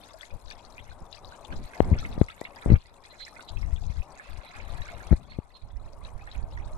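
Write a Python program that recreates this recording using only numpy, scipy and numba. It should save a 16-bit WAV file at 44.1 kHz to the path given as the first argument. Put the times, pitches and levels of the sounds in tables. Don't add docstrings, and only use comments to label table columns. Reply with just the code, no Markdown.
import sys
import numpy as np
from scipy import signal
from scipy.fft import rfft, irfft
from scipy.io import wavfile
from scipy.ndimage import uniform_filter1d
from numba import njit

SR = 44100
rng = np.random.default_rng(int(sys.argv[2]) if len(sys.argv) > 2 else 0)


def file_out(sig):
    cols = np.atleast_2d(sig).T
    lim = np.clip(cols, -1, 1)
    pcm = np.round(lim * 32767).astype(np.int16)
    wavfile.write(sys.argv[1], SR, pcm)


N = 298557
TIME = np.arange(N) / SR


def undb(db):
    return 10 ** (np.asarray(db) / 20)


def curves(table):
    time_s, *columns = np.transpose(table)
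    return [np.interp(TIME, time_s, column) for column in columns]


def sides(pan_db):
    return undb(np.minimum([[pan_db], [-pan_db]], 0))


def add(out, start_s, sound):
    first = max(int(start_s * SR), 0)
    room = out[..., first:first + sound.shape[-1]]
    room += sound[..., :room.shape[-1]]


def unit(x):
    return x / np.sqrt(np.mean(x ** 2, axis=-1, keepdims=True))


def lowpass(x, top_hz, order=6):
    return signal.sosfilt(signal.butter(order, top_hz, fs=SR, output="sos"), x)


def colour(x, points, size=4096):
    hz, db = np.transpose(points)
    grid_hz = np.maximum(np.arange(size // 2 + 1) * SR / size, 1)
    grid_db = np.interp(np.log(grid_hz), np.log(hz), db)
    cepstrum = irfft(np.log(undb(grid_db)))
    cepstrum[1:size // 2] *= 2
    cepstrum[size // 2 + 1:] = 0
    impulse = irfft(np.exp(rfft(cepstrum)))
    return signal.fftconvolve(x, impulse)[:len(x)]


def noise(points):
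    return unit(colour(rng.standard_normal(N), points))


def walk(rate_hz):
    hold = int(SR / rate_hz)
    steps = np.repeat(rng.standard_normal(N // hold + 1), hold)
    return unit(uniform_filter1d(uniform_filter1d(steps, hold), hold)[:N])


@njit
def ring(start_s, hz, cycles, left, right, lag, rise):
    out = np.zeros((2, N))
    for k in range(len(start_s)):
        life = cycles[k] / hz[k] * SR
        first, phase = int(start_s[k] * SR), 0.
        for j in range(int(5 * life)):
            phase += 2 * np.pi * hz[k] * (1 + rise * j / life) / SR
            v = np.sin(phase) * np.exp(-j / life) * (1 - np.exp(-phase / 3))
            i, late = first + j, first + j + int(lag[k])
            if 0 <= i < N and 0 <= late < N:
                out[0, i] += left[k] * v
                out[1, late] += right[k] * v
    return out


def banks(x, echo_db, decay_s):
    t = TIME[:SR // 8]
    spikes = rng.standard_normal((2, len(t))) ** 3
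    echoes = unit(spikes * np.exp(-t / decay_s) * (t > .001)) / np.sqrt(len(t))
    return x + undb(echo_db) * signal.fftconvolve(x, echoes, axes=1)[:, :N]


# (frequency [Hz], density [dB])
RUSH_SPECTRUM = [(40, 0), (150, -2), (300, -2.5), (450, -2), (650, 1.5), (1000, 0), (1300, -8), (1800, -22),
                 (3000, -31), (15000, -72)]


def rush(rush_db):
    when, pitch, loud = rng.random((520, 3)).T
    gain = undb(21 * loud)
    cycles = np.full(len(when), 7.)
    glugs = unit(ring(when * N / SR, 520 * 2.4 ** pitch, cycles, gain, gain, 0 * gain, 0.029))
    body = noise(RUSH_SPECTRUM) * undb(2.59 * walk(14)) + undb(-5.0) * glugs
    apart = np.array([noise(RUSH_SPECTRUM), noise(RUSH_SPECTRUM)]) * undb([[-9], [-12]])
    return (body * sides(pan_db=9) + apart) * undb(rush_db)


# (start [s], length [s], nominal pitch [Hz], level [dB], left minus right [dB])
CHIRPS = [(3.092, 0.043, 4140, -47, 14), (3.176, 0.089, 4210, -37.5, -11), (3.471, 0.04, 4000, -42, -7),
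          (4.21, 0.085, 2670, -52, -18), (4.452, 0.062, 4030, -53, 0), (5.28, 0.07, 4340, -48.5, -9),
          (5.53, 0.057, 4240, -46, -15)]


def chirps(rasp_db=-5, rasp_hz=420):
    out = np.zeros((2, N))
    for start_s, length_s, hz, db, pan_db in CHIRPS:
        u = np.linspace(0, 1, int(length_s * SR))
        drifts = unit(uniform_filter1d(rng.standard_normal((2, SR // 4)), SR // 900))
        waver, rasp = drifts[:, :len(u)]
        pitch_hz = hz * (1 - 0.114 * np.exp(-u / 0.122) - 0.04 * u ** 2)
        clean = np.sin(2 * np.pi * np.cumsum(pitch_hz + 100 * waver) / SR)
        rough = np.sin(2 * np.pi * np.cumsum(.93 * pitch_hz + rasp_hz * rasp) / SR)
        chirp = (clean + undb(rasp_db) * rough) * np.sin(np.pi * u) ** 2
        add(out, start_s, chirp * undb(db) * sides(pan_db))
    return banks(lowpass(out, top_hz=4550, order=12), echo_db=-10.5, decay_s=0.053)


# (start [s], end [s], rumble [dB], flutter [dB], left minus right [dB])
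WIND_GUSTS = [(0.304, 0.358, -33, -66, 21), (0.415, 0.519, -41.5, -70, 15), (0.69, 0.943, -47, -79, 15),
              (1.002, 1.03, -38.5, -43, -4.5), (1.217, 1.29, -44, -68, 4), (1.483, 1.65, -35, -43.5, 0.5),
              (1.813, 1.995, -28.5, -34, -1), (2, 2.237, -34, -38.5, 4.5), (2.655, 2.762, -16.5, -23, 9),
              (3.5, 4.004, -31, -63, 23), (4.282, 4.392, -37, -57, 22), (4.547, 4.824, -32, -68, 21),
              (4.852, 5.113, -38, -52, 14), (5.109, 5.141, -26, -17.5, 25), (5.137, 5.41, -44, -49.5, 14),
              (5.611, 6.309, -37.5, -71, -23), (6.339, 6.44, -30, -71, -17), (6.46, 6.77, -35, -63, -7)]
# (frequency [Hz], density [dB])
RUMBLE_SPECTRUM = [(10, 3.5), (28, 5.5), (55, 3), (100, -4), (160, -16.5), (250, -24), (500, -37),
                   (6000, -100)]
FLUTTER_SPECTRUM = [(30, -34.5), (90, 4), (200, -1), (400, -10), (700, -15), (1200, -29.5), (2200, -30.5),
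                    (3200, -55), (15000, -76)]
GUST_ATTACK_S, GUST_RELEASE_S = .02, 0.015
BREEZE_DB, BREEZE_PAN_DB = -55, 6


def wind():
    push, force = undb(BREEZE_DB) * sides(BREEZE_PAN_DB), 0
    for start_s, end_s, rumble_db, flutter_db, pan_db in WIND_GUSTS:
        attack = np.clip((TIME - start_s) / GUST_ATTACK_S, 0, 1)
        release = np.exp(-np.maximum(TIME - end_s, 0) / GUST_RELEASE_S)
        push = push + attack * release * undb(rumble_db) * sides(pan_db)
        arch = np.interp(TIME, [start_s, (start_s + end_s) / 2, end_s], [0, 1, 0]) ** .5
        force = force + arch * undb(flutter_db) * sides(pan_db)
    eddies = np.array([unit(noise(RUMBLE_SPECTRUM) * undb(5.0 * np.tanh(walk(45)))) for _ in range(2)])
    shared = noise(FLUTTER_SPECTRUM)
    apart = np.array([noise(FLUTTER_SPECTRUM), noise(FLUTTER_SPECTRUM)])
    flutter = unit(shared + 0.83 * apart) * undb(2.6 * walk(70))
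    return eddies * push + lowpass(flutter * force, top_hz=2560)


# (time [s], level before gain [dB], length [ms], left minus right [dB])
WIND_PUFFS = [(1.8043, 3, 0.28, 24), (1.816, -7.5, 5, 9), (1.917, -4, 1.43, 12), (1.929, -4, 1.67, 6),
              (2.179, -15.5, 0.56, 36), (2.215, 2, 0.57, 25), (2.415, -19.5, 0.23, 23),
              (2.661, -9, 0.49, 36), (2.703, -4.5, 0.84, 13), (2.72, -0.5, 0.9, 13), (2.73, -8, 0.97, 7),
              (2.738, 3, 2.4, 11), (3.638, -10, 5.3, 24), (3.729, -4.5, 4.7, 26), (3.869, -11.5, 3.9, 34),
              (3.9, -15.5, 2.3, 36), (3.994, -10.5, 3.9, 32), (5.116, -1, 1.35, 26),
              (5.128, -0.5, 0.83, 20), (5.133, 0, 3.6, 6), (5.3882, -14, 0.64, 13),
              (6.379, -15.5, 5.2, -12)]


def thumps(port_hz=64, damping=1.0, roundness=0.58, recoil_s=0.00073, short_ms=0.42, high_hz=3600):
    lead_s, gain_db = .02, 3.0
    out, t = np.zeros((2, N)), TIME[:SR // 20] - lead_s
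    for time_s, db, length_ms, pan_db in WIND_PUFFS:
        push, pull = (np.exp(roundness - np.hypot((t - late_s) * 10 ** 3 / length_ms, roundness))
                      for late_s in (0, recoil_s))
        recoil = np.exp(-(length_ms / short_ms) ** 2)
        puff = push - recoil * pull
        add(out, time_s - lead_s, puff * undb(db + gain_db) * sides(pan_db))
    w = 2 * np.pi * port_hz
    b, a = signal.bilinear([1, 0, 0], [1, damping * w, w * w], SR)
    swing = signal.lfilter(b, a, out)
    return lowpass(np.clip(swing, -1, 1), high_hz)


def tick(start_s=2.4118, db=-31, decay_s=0.0007):
    out, t = np.zeros((2, N)), TIME[:SR // 100]
    burst = lowpass(rng.standard_normal(len(t)), top_hz=11000, order=2) * np.exp(-t / decay_s)
    add(out, start_s, burst * undb(db) * sides(pan_db=17))
    return out


# (time [s], left [dB], right [dB])
PORT_FACING = [(0, 6.5, -6), (1.0, -0.5, -5.5), (1.6, -2, -2), (3.0, 3.5, 5.5), (4.0, -1, 1.5),
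               (5.0, 1.5, 5), (5.8, -5, -6.5), (6.77, -5.5, -1.5)]


def turn(time_s):
    when_s, left_db, right_db = np.transpose(PORT_FACING)
    return np.interp(time_s, when_s, left_db - right_db)


# (time [s], pitch [Hz], level before gain [dB])
BIG_BUBBLES = [(0.141, 644, -43.5), (0.21, 3440, -37.5), (0.231, 2010, -37.5), (0.334, 580, -44.5),
               (0.482, 4200, -46), (0.503, 4540, -33), (0.511, 2410, -37.5), (0.65, 4370, -42.5),
               (0.781, 2410, -34.5), (0.915, 1540, -45.5), (1.128, 4000, -34.5), (1.149, 4660, -40),
               (1.247, 3880, -39), (1.322, 1513, -42.5), (1.45, 3500, -38), (1.524, 1615, -38),
               (1.736, 2220, -43), (1.937, 2120, -32.5), (1.988, 5700, -37.5), (2.028, 1320, -41.5),
               (2.05, 2120, -30.5), (2.128, 3800, -41), (2.285, 2130, -34), (2.303, 3600, -39),
               (2.451, 2200, -31), (2.567, 1720, -44), (2.701, 2000, -32.5), (2.757, 2270, -35),
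               (3.05, 2100, -45.5), (3.203, 1670, -43.5), (3.251, 5400, -38.5), (3.394, 1480, -39),
               (3.489, 3800, -34), (3.571, 2620, -41), (3.628, 2130, -39), (3.677, 1820, -50),
               (3.762, 3450, -42.5), (4.02, 2580, -44), (4.197, 1730, -36), (4.601, 2270, -38.5),
               (4.751, 1940, -46), (4.817, 1850, -38), (4.886, 2230, -36), (4.93, 695, -40),
               (5.004, 1680, -38), (5.32, 2160, -40.5), (6.05, 3960, -40.5), (6.274, 1820, -37),
               (6.315, 3970, -38), (6.351, 2410, -41.5), (6.574, 1930, -37), (6.709, 635, -46)]
# (pitch [Hz], left minus right [dB])
BUBBLE_SIDE = [(650, 5), (1400, -4.5), (2100, -1), (2600, -6.5), (3500, 19), (5600, 20)]


def plinks(cycles=7, rise=0.038, follower_db=-12.5, trail_s=.012, gain_db=4.5, size=6):
    time_s, hz, db = np.transpose(BIG_BUBBLES).repeat(size, axis=1)
    pan_db = np.interp(hz, *np.transpose(BUBBLE_SIDE)) + turn(time_s)
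    follower = np.arange(len(time_s)) % size > 0
    delay, detune, life = rng.standard_normal((len(time_s), 3)).T
    level = undb(db + gain_db + follower_db * follower)
    gain = level * np.sqrt(2 / (1 + undb(2 * pan_db)))
    pitch_hz = hz * np.exp((0.11 + 0.266 * detune) * follower - rise)
    lag = np.clip((hz - 900) / 70, 0, 12)
    shade = np.minimum(hz / pitch_hz, 1) ** 2
    start_s = time_s + trail_s * abs(delay) * follower
    return ring(start_s, pitch_hz, cycles * np.exp(0.18 * life), gain * undb(pan_db), gain * shade, lag, rise)


GURGLE_DB, GURGLE_RISE_S, GURGLE_FALL_S = -16.5, .009, 0.023


def gurgles():
    swell = np.zeros((2, N))
    t = TIME[:SR // 4] - .1
    shape = np.exp(np.minimum(t / GURGLE_RISE_S, -t / GURGLE_FALL_S))
    for time_s, hz, db in BIG_BUBBLES:
        if hz > 1000:
            pan_db = np.interp(hz, *np.transpose(BUBBLE_SIDE)) + turn(time_s)
            add(swell, time_s + t[0], shape * undb(db + GURGLE_DB) * sides(pan_db))
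    return swell


# (frequency [Hz], level [dB])
LEFT_COLOUR = [(700, -34.5), (1250, -4.5), (1600, 1), (2000, -7), (2500, -8), (3100, -7.5), (3900, -2.5),
               (4700, -9.5), (5600, -13.5), (7000, -17), (9500, -20), (12000, -25.5), (15000, -36.5)]
RIGHT_COLOUR = [(700, -24), (1250, -2), (1600, -4), (2050, -5), (2550, -8.5), (3150, -29), (3950, -16),
                (4600, -25), (5600, -34), (8500, -30.5), (12000, -36), (15000, -37.5)]


def bubbles(lo_hz, hi_hz, cycles, spread_db, gurgle_s, scatter, rise, count, size):
    when, pitch, force = rng.random((count, 3)).T.repeat(size, axis=1)
    delay, detune, loud, life, place, lag = rng.standard_normal((count * size, 6)).T
    hz = np.clip(lo_hz * (hi_hz / lo_hz) ** pitch * np.exp(scatter * detune), 500, SR / 3)
    gain = undb(spread_db * (np.minimum(loud, 2) + 2 * force)) * hz / lo_hz
    lean = undb(2.53 * place)
    start_s = when * N / SR + gurgle_s * delay
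    left, right = ring(start_s, hz, cycles * np.exp(0.61 * life), gain * lean, gain / lean, 12 + 2.6 * lag, rise)
    return unit(np.array([colour(left, LEFT_COLOUR), colour(right, RIGHT_COLOUR)]))


# (time [s], level [dB])
POUR_LEVEL = [(0, -60.5), (1.35, -76), (1.6, -63.5), (2.15, -53.5), (2.35, -72), (4.1, -73), (4.25, -57.5),
              (4.5, -50), (5.07, -56), (5.16, -73), (6.1, -79), (6.35, -55), (6.5, -70), (6.77, -75)]


def trickle(left_db, right_db, spray_db):
    near = bubbles(1493, 6480, cycles=6.9, spread_db=4.0, gurgle_s=.008, scatter=0.2517, rise=0.039,
                   count=260, size=8)
    far = bubbles(1182, 12240, cycles=10.8, spread_db=5.0, gurgle_s=.02, scatter=0.2, rise=0.04,
                  count=1500, size=6)
    froth = bubbles(1110, 5030, cycles=2.5, spread_db=-3, gurgle_s=.02, scatter=0.258, rise=0.022,
                    count=1500, size=6)
    drops = bubbles(5710, 11600, cycles=3.6, spread_db=4.5, gurgle_s=0.0033, scatter=0.224, rise=0.0082,
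                    count=800, size=5)
    fizz = bubbles(7450, 14200, cycles=2.8, spread_db=0.5, gurgle_s=0.022, scatter=0.17, rise=.01,
                   count=5000, size=6)
    water = (undb(-2.5) * near + undb(-9.5) * far) * undb([left_db, right_db])
    spray = (undb(6) * drops + undb(-3.0) * fizz) * undb(spray_db) * sides(pan_db=12.5)
    pour = froth * undb(curves(POUR_LEVEL)) * sides(pan_db=-4)
    return water + pour + spray


# (time [s], level [dB])
WATER_LEVEL = [(0, -61), (0.41, -59.5), (0.75, -60), (1.3, -57.5), (1.77, -53.5), (2.2, -56), (2.35, -58.5),
               (2.73, -55.5), (2.8, -64.5), (3.42, -58), (4.1, -59), (4.5, -56.5), (5.1, -55.5),
               (5.2, -61.5), (5.6, -63.5), (6.1, -57.5), (6.77, -55.5)]
RUSH_DB, TRICKLE_DB, SPRAY_DB = 5.5, -1, -10


def scene():
    water_db, = curves(WATER_LEVEL)
    facing_db = np.array(curves(PORT_FACING))
    trickle_gain = undb(water_db + facing_db + TRICKLE_DB) + gurgles()
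    left_db, right_db = 20 * np.log10(trickle_gain)
    spray_db = water_db + SPRAY_DB + 0.68 * facing_db[0]
    slosh = unit(undb(2.05 * np.tanh(walk(28))))
    near_water = slosh * trickle(left_db, right_db, spray_db) + plinks()
    water = banks(near_water, echo_db=-11.5, decay_s=0.012)
    return water + rush(water_db + RUSH_DB) + chirps() + wind() + thumps() + tick()


TOP_HZ = 15400


def record(dry):
    return signal.sosfilt(signal.ellip(8, .2, 70, TOP_HZ, fs=SR, output="sos"), dry)


dry = scene()
out = record(dry)
file_out(out)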